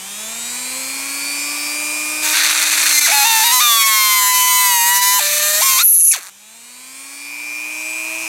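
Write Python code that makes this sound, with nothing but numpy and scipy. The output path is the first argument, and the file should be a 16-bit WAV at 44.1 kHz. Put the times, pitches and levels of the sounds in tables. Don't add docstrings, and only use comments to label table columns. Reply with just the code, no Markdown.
import sys
import numpy as np
from scipy import signal
from scipy.fft import rfft, irfft, next_fast_len
from scipy.io import wavfile
from scipy.ndimage import uniform_filter1d, minimum_filter1d

SR = 44100
rng = np.random.default_rng(int(sys.argv[2]) if len(sys.argv) > 2 else 0)


def persist_wave(psi):
    counts = np.round(np.clip(psi, -1, 1) * 32767).astype(np.int16)
    wavfile.write(sys.argv[1], SR, np.atleast_2d(counts).T)


N = 365411
TIME = np.arange(N) / SR
MAINS_PULSE_HZ = 120
JAM_START_S, JAM_END_S = 5.828, 6.128

# start t/s, bounces per turn (rounded to thirds), lock to the rotation (0-1),
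# pitched share (0-1), level/dB at the reference grinding speed, tube ring over that level/dB
GRIPS = [(2.228, 1, 0.53, .05, -24, -8), (2.335, 2, 0.27, 0, -17, -4.5), (2.4, 2, 0.24, 0.2, -16.5, -4),
         (2.45, 2, .1, 0.05, -16.5, -5), (2.83, 2, 0.3, 0.06, -16, -8), (2.865, 7, 0.3, 0.03, -15, -8),
         (2.93, 7, 0.57, .5, -14, -9.5), (2.975, 7, .6, 0.72, -10.5, -8.5), (2.995, 7, .6, 0.3, -20, -11),
         (3.009, 7, .7, .3, -13.5, -8), (3.045, 7, 0.65, 0.73, -12, -8), (3.07, 2.3, .25, 0.47, -12, -7.5),
         (3.117, 3, 0.72, 0.72, -10.5, -4.5), (3.249, 3.333, 0.81, .78, -9.5, -4),
         (3.44, 3.667, 1, 0.69, -9.3, -5.5), (3.519, 4, 1, 0.73, -8, -8), (3.603, 5, 1, 0.78, -7, -1.2),
         (5.198, 3, 0.78, 0.48, -9, -7.5), (5.617, 5, 0.92, 0.63, -5, -8.5),
         (5.788, 6, .85, 0.6, -4.5, -5.5), (5.81, 7, .8, 0.69, -4.5, -7.5), (6.1, 15.5, 0, 0.57, 8.5, -34),
         (6.133, 15.5, 0.28, 0.54, 7, -8)]


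def from_db(db):
    return 10 ** (np.asarray(db) / 20)


def rms_one(x):
    return x / np.sqrt(np.mean(x ** 2) + 1e-20)


def evened(x, seconds=0.079):
    power = np.abs(uniform_filter1d(x * x, max(int(seconds * SR), 3)))
    return x / np.sqrt(power + 1e-12)


def at_hz(points, hz):
    point_hz, level_db = np.transpose(points)
    return np.interp(np.log(hz), np.log(point_hz), level_db)


def drift(rate_hz):
    r = np.exp(-40 * np.pi * rate_hz / SR)
    noise = rng.standard_normal(N // 20 + 3002)
    slow = signal.lfilter([1], [1, -2 * r, r * r], noise)[3000:]
    return np.interp(np.arange(N) / 20, np.arange(len(slow)), rms_one(slow))


def band(x, low_hz, high_hz, order=3):
    edges_hz = [low_hz, min(high_hz, .45 * SR)]
    return signal.sosfilt(signal.butter(order, edges_hz, "band", fs=SR, output="sos"), x)


def resonance(x, hz, width_hz):
    r = np.exp(-np.pi * width_hz / SR)
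    poles = [1, -2 * r * np.cos(2 * np.pi * hz / SR), r * r]
    return signal.lfilter(np.array([1, 0, -1]) * (1 - r * r) / 2, poles, x)


def coloured_noise(spectrum):
    size = next_fast_len(N)
    hz = np.maximum(np.fft.rfftfreq(size, 1 / SR), 1)
    bins = rfft(rng.standard_normal(size)) * from_db(at_hz(spectrum, hz))
    return rms_one(irfft(bins, size)[:N])


def once_per_turn(turns, count, wear_rate):
    out, angle = 0, np.linspace(0, 1, 2048, endpoint=False)
    for _ in range(3):
        size = rng.rayleigh(1, count) ** .5
        phase = np.exp(2j * np.pi * rng.random(count))
        profile = irfft(np.r_[0, size * phase], len(angle))
        out = out + drift(wear_rate) * np.interp(turns % 1, angle, profile)
    return evened(out)


def since(start_s):
    return np.maximum(TIME - start_s, 0)


def between(start_s, end_s, ramp_s):
    return np.clip(np.minimum(TIME - start_s, end_s - TIME) / ramp_s + .5, 0, 1)


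def glide(x, seconds):
    return uniform_filter1d(x, max(int(seconds * SR), 1))


def workshop():
    room_db = -55
    rumble = coloured_noise([(20, -16), (45, 0), (80, -3), (200, 2.5), (600, 0), (4000, -51)])
    hum = 0.41 * np.sin(2 * np.pi * MAINS_PULSE_HZ * TIME)
    return from_db(room_db) * (rumble + hum)


def shaft_speed():
    # start t/s, speed at the start/turns per s, speed it heads for/turns per s,
    # lag/s (after one lag a quarter of the gap is left)
    run_ups = [(0, 185.5, 339.7, 1.945), (6.15, 161.6, 375.7, 2.01)]
    # t/s, speed/turns per s
    loaded_speed = [(2.3, 307), (2.85, 305.4), (3.03, 294.1), (3.33, 270), (3.56, 252.8), (3.72, 229.8),
                    (3.83, 221.2), (4.1, 208.8), (4.26, 201.8), (4.63, 201.6), (4.81, 186.9), (4.92, 194.4),
                    (5.15, 201), (5.25, 196), (5.56, 203.5), (5.65, 217.1), (5.83, 203), (5.92, 185),
                    (6.15, 161.6)]
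    speed = np.zeros(N)
    for start_s, first, top, lag_s in run_ups:
        free = top - (top - first) / (1 + since(start_s) / lag_s) ** 2
        speed = np.where(TIME >= start_s, free, speed)
    loaded = (TIME > loaded_speed[0][0]) & (TIME < loaded_speed[-1][0])
    return np.where(loaded, np.interp(TIME, *np.transpose(loaded_speed)), speed)


def whine(speed, angle):
    # multiple of the shaft speed, level over the other multiples/dB
    motor_orders = [(2, 9), (4, 5.5), (12, 4), (13, 5.5), (15, 6), (16, 15.5), (17, 4), (18, 13), (20, 7.5),
                    (25, 6), (28, 5), (29, 5), (30, 7), (32, 2), (33, 8.5), (37, 7.5), (41, 2.5), (45, 8.5)]
    # f/Hz, relative level/dB
    whine_colour = [(400, -28), (560, -27.5), (660, -9.5), (780, -18.5), (1050, -15.5), (1800, -14.5),
                    (3300, -17.5), (5500, -16), (7000, -10.5), (8600, -8.5), (10500, -16), (13500, -39),
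                    (15500, -21)]
    flutter_db = 2.8
    out, strong = np.zeros(N), dict(motor_orders)
    coarse = np.arange(0, N, 64)
    for k in range(2, 60):
        flutter = rms_one(signal.lfilter([1], [1, -.99], rng.standard_normal(len(coarse))))
        level_db = at_hz(whine_colour, k * speed[coarse]) + strong.get(k, 0) + flutter_db * flutter
        tone = np.sin(k * angle + rng.uniform(0, 2 * np.pi))
        out += np.interp(np.arange(N), coarse, from_db(level_db)) * tone
    return out


def rushing_air(current):
    # f/Hz, relative level per Hz/dB
    air_colour = [(120, -24.5), (400, -12), (750, -6), (1000, -1), (1350, -6.5), (2000, -5.5), (2600, -2.5),
                  (3400, -8), (5500, -4.5), (7200, -1), (8800, -2), (11000, -6), (13000, -4), (16000, -18)]
    return coloured_noise(air_colour) * rms_one(1 + .5 * current)


def stator_ring(angle, current):
    slots = np.sin(8 * angle) + .12 * np.sin(9 * angle) + .12 * np.sin(10 * angle)
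    pull = (current + 0.0035) * (slots + 0.2 * rng.standard_normal(N))
    return resonance(pull, hz=2404, width_hz=97)


def motor(speed, turns):
    reference_speed = 300
    hum_db, hum_db_per_octave = -38.5, 17
    whine_db, whine_db_per_octave = -30, 11.5
    air_db, air_db_per_octave = -27, 11
    stator_db, stator_db_per_octave = -5, 11
    aside_s, swing_s = 7.25, 0.18
    aside_whine_db, aside_stator_db, aside_vent_db = -3.5, 7, -5.5
    octaves = np.log2(speed / reference_speed)
    aside = np.clip((TIME - aside_s) / swing_s + .5, 0, 1)
    angle = 2 * np.pi * turns
    current = np.exp(-(TIME * MAINS_PULSE_HZ % 1) / 0.13)
    hum = from_db(hum_db + hum_db_per_octave * octaves) * np.sqrt(2) * np.sin(angle)
    whine_gain = from_db(whine_db + whine_db_per_octave * octaves + aside_whine_db * aside)
    air = from_db(air_db + air_db_per_octave * octaves) * rushing_air(current)
    air += aside * from_db(aside_vent_db) * resonance(air, hz=934, width_hz=290)
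    stator_gain = from_db(stator_db + stator_db_per_octave * octaves + aside_stator_db * aside)
    return hum + whine_gain * whine(speed, angle) + air + stator_gain * stator_ring(angle, current)


def grips():
    glide_s, level_glide_s = .02, 0.007
    bite_db, bite_s = 6.5, 0.49
    skid_share, skid_s = .5, 0.014
    start_s, per_turn, lock, pure, level_db, ring_db = np.transpose(GRIPS)
    row = np.maximum(np.searchsorted(start_s, TIME, side="right") - 1, 0)
    age_s = np.abs(TIME - start_s[row])
    per_turn = np.round(3 * per_turn) / 3
    lock = lock[row] * (1 - skid_share * np.exp(-age_s / skid_s))
    lock = np.clip(glide(lock, level_glide_s), 0, 1)
    pure = np.clip(glide(pure[row], level_glide_s), 0, 1)
    level_db = glide(level_db[row], level_glide_s)
    ring_db = glide(ring_db[row] + bite_db * np.exp(-age_s / bite_s), level_glide_s)
    return glide(per_turn[row], glide_s), lock, pure, level_db, ring_db


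def tube_ring(force):
    # f/Hz, width at half amplitude/Hz, relative level/dB
    tube_modes = [(1570, 970, -0.5), (2250, 1130, 1), (2460, 560, 0), (3740, 710, 2), (4315, 540, 1.5),
                  (4710, 210, -4.5), (6264, 1370, 0), (7440, 940, -2.5), (8450, 2000, -4),
                  (10500, 1250, -2), (12200, 3200, 1), (15300, 4000, -9)]
    size = next_fast_len(N + 2048)
    freq = np.fft.rfftfreq(size, 1 / SR)
    power = sum((from_db(db) / (1 + (2 * (freq - hz) / width) ** 2)) ** 2 for hz, width, db in tube_modes)
    return irfft(rfft(force, size) * np.sqrt(power), size)[:N]


def tooth_noise(turns, bounces, bounce_hz, lock):
    loose = 1 - lock
    since_hit = bounces % 1 / bounce_hz
    unevenness_db = loose * (2.7 * drift(110) + 1.8 * np.cos(2 * np.pi * turns))
    pressure = (np.exp(-since_hit / 0.00046) + 0.19) * from_db(unevenness_db)
    twisted = turns + 0.0039 * drift(55)
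    same_teeth = np.sqrt(lock) * once_per_turn(twisted, count=90, wear_rate=2.64)
    chance_teeth = np.sqrt(loose) * rng.standard_normal(N)
    return pressure * (same_teeth + chance_teeth)


def chatter(turns, angle, lock):
    blow_overtones = [(2, -2.5), (3, 1.5), (4, -4), (5, -1.5), (6, -4.5), (7, 0)]
    # start t/s, end t/s, beat f/Hz, swing of the bounce phase/rad
    chatter_hunts = [(3.282, 3.445, 90, 0.17), (5.218, 5.603, 28, .33)]
    limp = (0.061 + 0.14 * (1 - lock)) * once_per_turn(turns, count=2, wear_rate=2.7)
    hunt = np.zeros(N)
    for start_s, end_s, beat_hz, swing in chatter_hunts:
        hunt += swing * between(start_s, end_s, 0.034) * np.sin(2 * np.pi * beat_hz * since(start_s))
    phase = angle + limp + hunt
    overtones = sum(from_db(db + 2.8 * drift(6.3)) * np.sin(round(k) * phase) for k, db in blow_overtones)
    return overtones * (1 + 1.6 * hunt)


def blend(first, second, share):
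    share = np.clip(share, 0, .998)
    return np.sqrt(1 - share) * evened(first) + np.sqrt(share) * evened(second)


def grinding(speed, turns):
    reference_speed, db_per_octave = 250, 13.5
    grit_db, grit_lock_db = -11, 9.5
    shake_db = 2
    waver_db = 1
    slip_s, slip_decay_s, leave_s = 6.125, .034, 6.297
    per_turn, lock, pure, level_db, ring_db = grips()
    loose = 1 - lock
    slip = np.maximum(np.exp(-since(slip_s) / slip_decay_s), 1 / per_turn)
    bounce_hz = slip * per_turn * speed
    bounces = np.cumsum(bounce_hz) / SR + loose ** 2 * 0.13 * drift(160)
    angle = 2 * np.pi * bounces
    rattle = tube_ring(tooth_noise(turns, bounces, bounce_hz, lock))
    overtones = chatter(turns, angle, lock)
    pitched = band(tube_ring(overtones) + 0.3 * overtones, 860, 5640)
    ring = from_db(ring_db) * blend(band(rattle, 660, 4700), pitched, pure)
    scrape = evened(band(rattle, 4990, 9740, order=4))
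    grit = from_db(grit_db + grit_lock_db * lock) * evened(band(rattle, 10560, 17200, order=4))
    shake = from_db(shake_db) * pure ** 2 * band(np.sqrt(2) * np.sin(angle), 560, 3800, order=2)
    touching = between(GRIPS[0][0], JAM_START_S, 0.016) + between(JAM_END_S - .016, leave_s, .01)
    speed_db = db_per_octave * np.log2(speed / reference_speed)
    strength = touching * slip * from_db(level_db + speed_db + waver_db * loose * drift(18))
    return strength * (shake + ring + scrape + grit)


def squeal(turns, pitch_hz, swing_hz=480, scatter_hz=230, grip_db=7):
    hz = pitch_hz + swing_hz * once_per_turn(turns, count=6, wear_rate=5.4) + scatter_hz * drift(474)
    grip = from_db(grip_db * once_per_turn(turns, count=3, wear_rate=8))
    tone = np.sin(2 * np.pi * np.cumsum(hz) / SR)
    return band(np.tanh(0.47 * grip) * tone, 7000, 13000, order=5)


def jam(speed, turns):
    squeal_db, squeal_hz, sag_hz_per_octave = 5.5, 11730, 3675
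    rub_db, rub_db_per_s, shank_db, shudder_db = -16, 35, -27.5, -36.5
    attack_s = 0.051
    held_s = np.minimum(since(JAM_START_S), JAM_END_S - JAM_START_S)
    start_speed = np.interp(JAM_START_S, TIME, speed)
    pitch_hz = squeal_hz + sag_hz_per_octave * np.log2(speed / start_speed)
    force_db = 3.7 * once_per_turn(turns, count=3, wear_rate=7) + 2 * drift(23)
    force = rng.standard_normal(N) * from_db(force_db)
    singing = from_db(squeal_db) * evened(squeal(turns, pitch_hz))
    rub = from_db(rub_db + rub_db_per_s * held_s) * evened(band(tube_ring(force), 5800, 7760))
    shank = from_db(shank_db) * evened(resonance(force, 2710, 220) + 0.65 * resonance(force, 3900, 400))
    shudder = from_db(shudder_db) * evened(band(force, 120, 470, order=2))
    swell = np.minimum(0.19 + held_s / attack_s, 1)
    return between(JAM_START_S, JAM_END_S, 0.0056) * swell * (singing + rub + shank + shudder)


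def scene():
    ripple = .0007 * drift(15.87) + 0.0034 * np.sin(2 * np.pi * MAINS_PULSE_HZ * TIME)
    speed = shaft_speed() * (1 + ripple)
    turns = np.cumsum(speed) / SR
    sound = workshop() + motor(speed, turns) + grinding(speed, turns) + jam(speed, turns)
    return np.array([sound, sound])


def gain_control(x):
    threshold_db, cut_per_db_over = -14, 0.74
    detector_s, recovery_db_per_s = 0.029, 5
    r = np.exp(-1 / (detector_s * SR))
    power = signal.lfilter([1 - r], [1, -r], np.mean(x ** 2, axis=0))
    level_db = 10 * np.log10(power + 1e-12)
    wanted_db = cut_per_db_over * np.maximum(level_db - threshold_db, 0)
    recovered_db = recovery_db_per_s * TIME
    cut_db = np.maximum.accumulate(wanted_db + recovered_db) - recovered_db
    return x * from_db(-cut_db)


def record(dry):
    cutoff_hz = 15900
    held = gain_control(dry)
    allowed = np.minimum(1, .85 / (np.abs(held) + 1e-9))
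    gain = uniform_filter1d(minimum_filter1d(allowed, size=257), size=129)
    return signal.sosfilt(signal.ellip(12, .1, 90, cutoff_hz, fs=SR, output="sos"), gain * held)


dry = scene()
out = record(dry)
persist_wave(out)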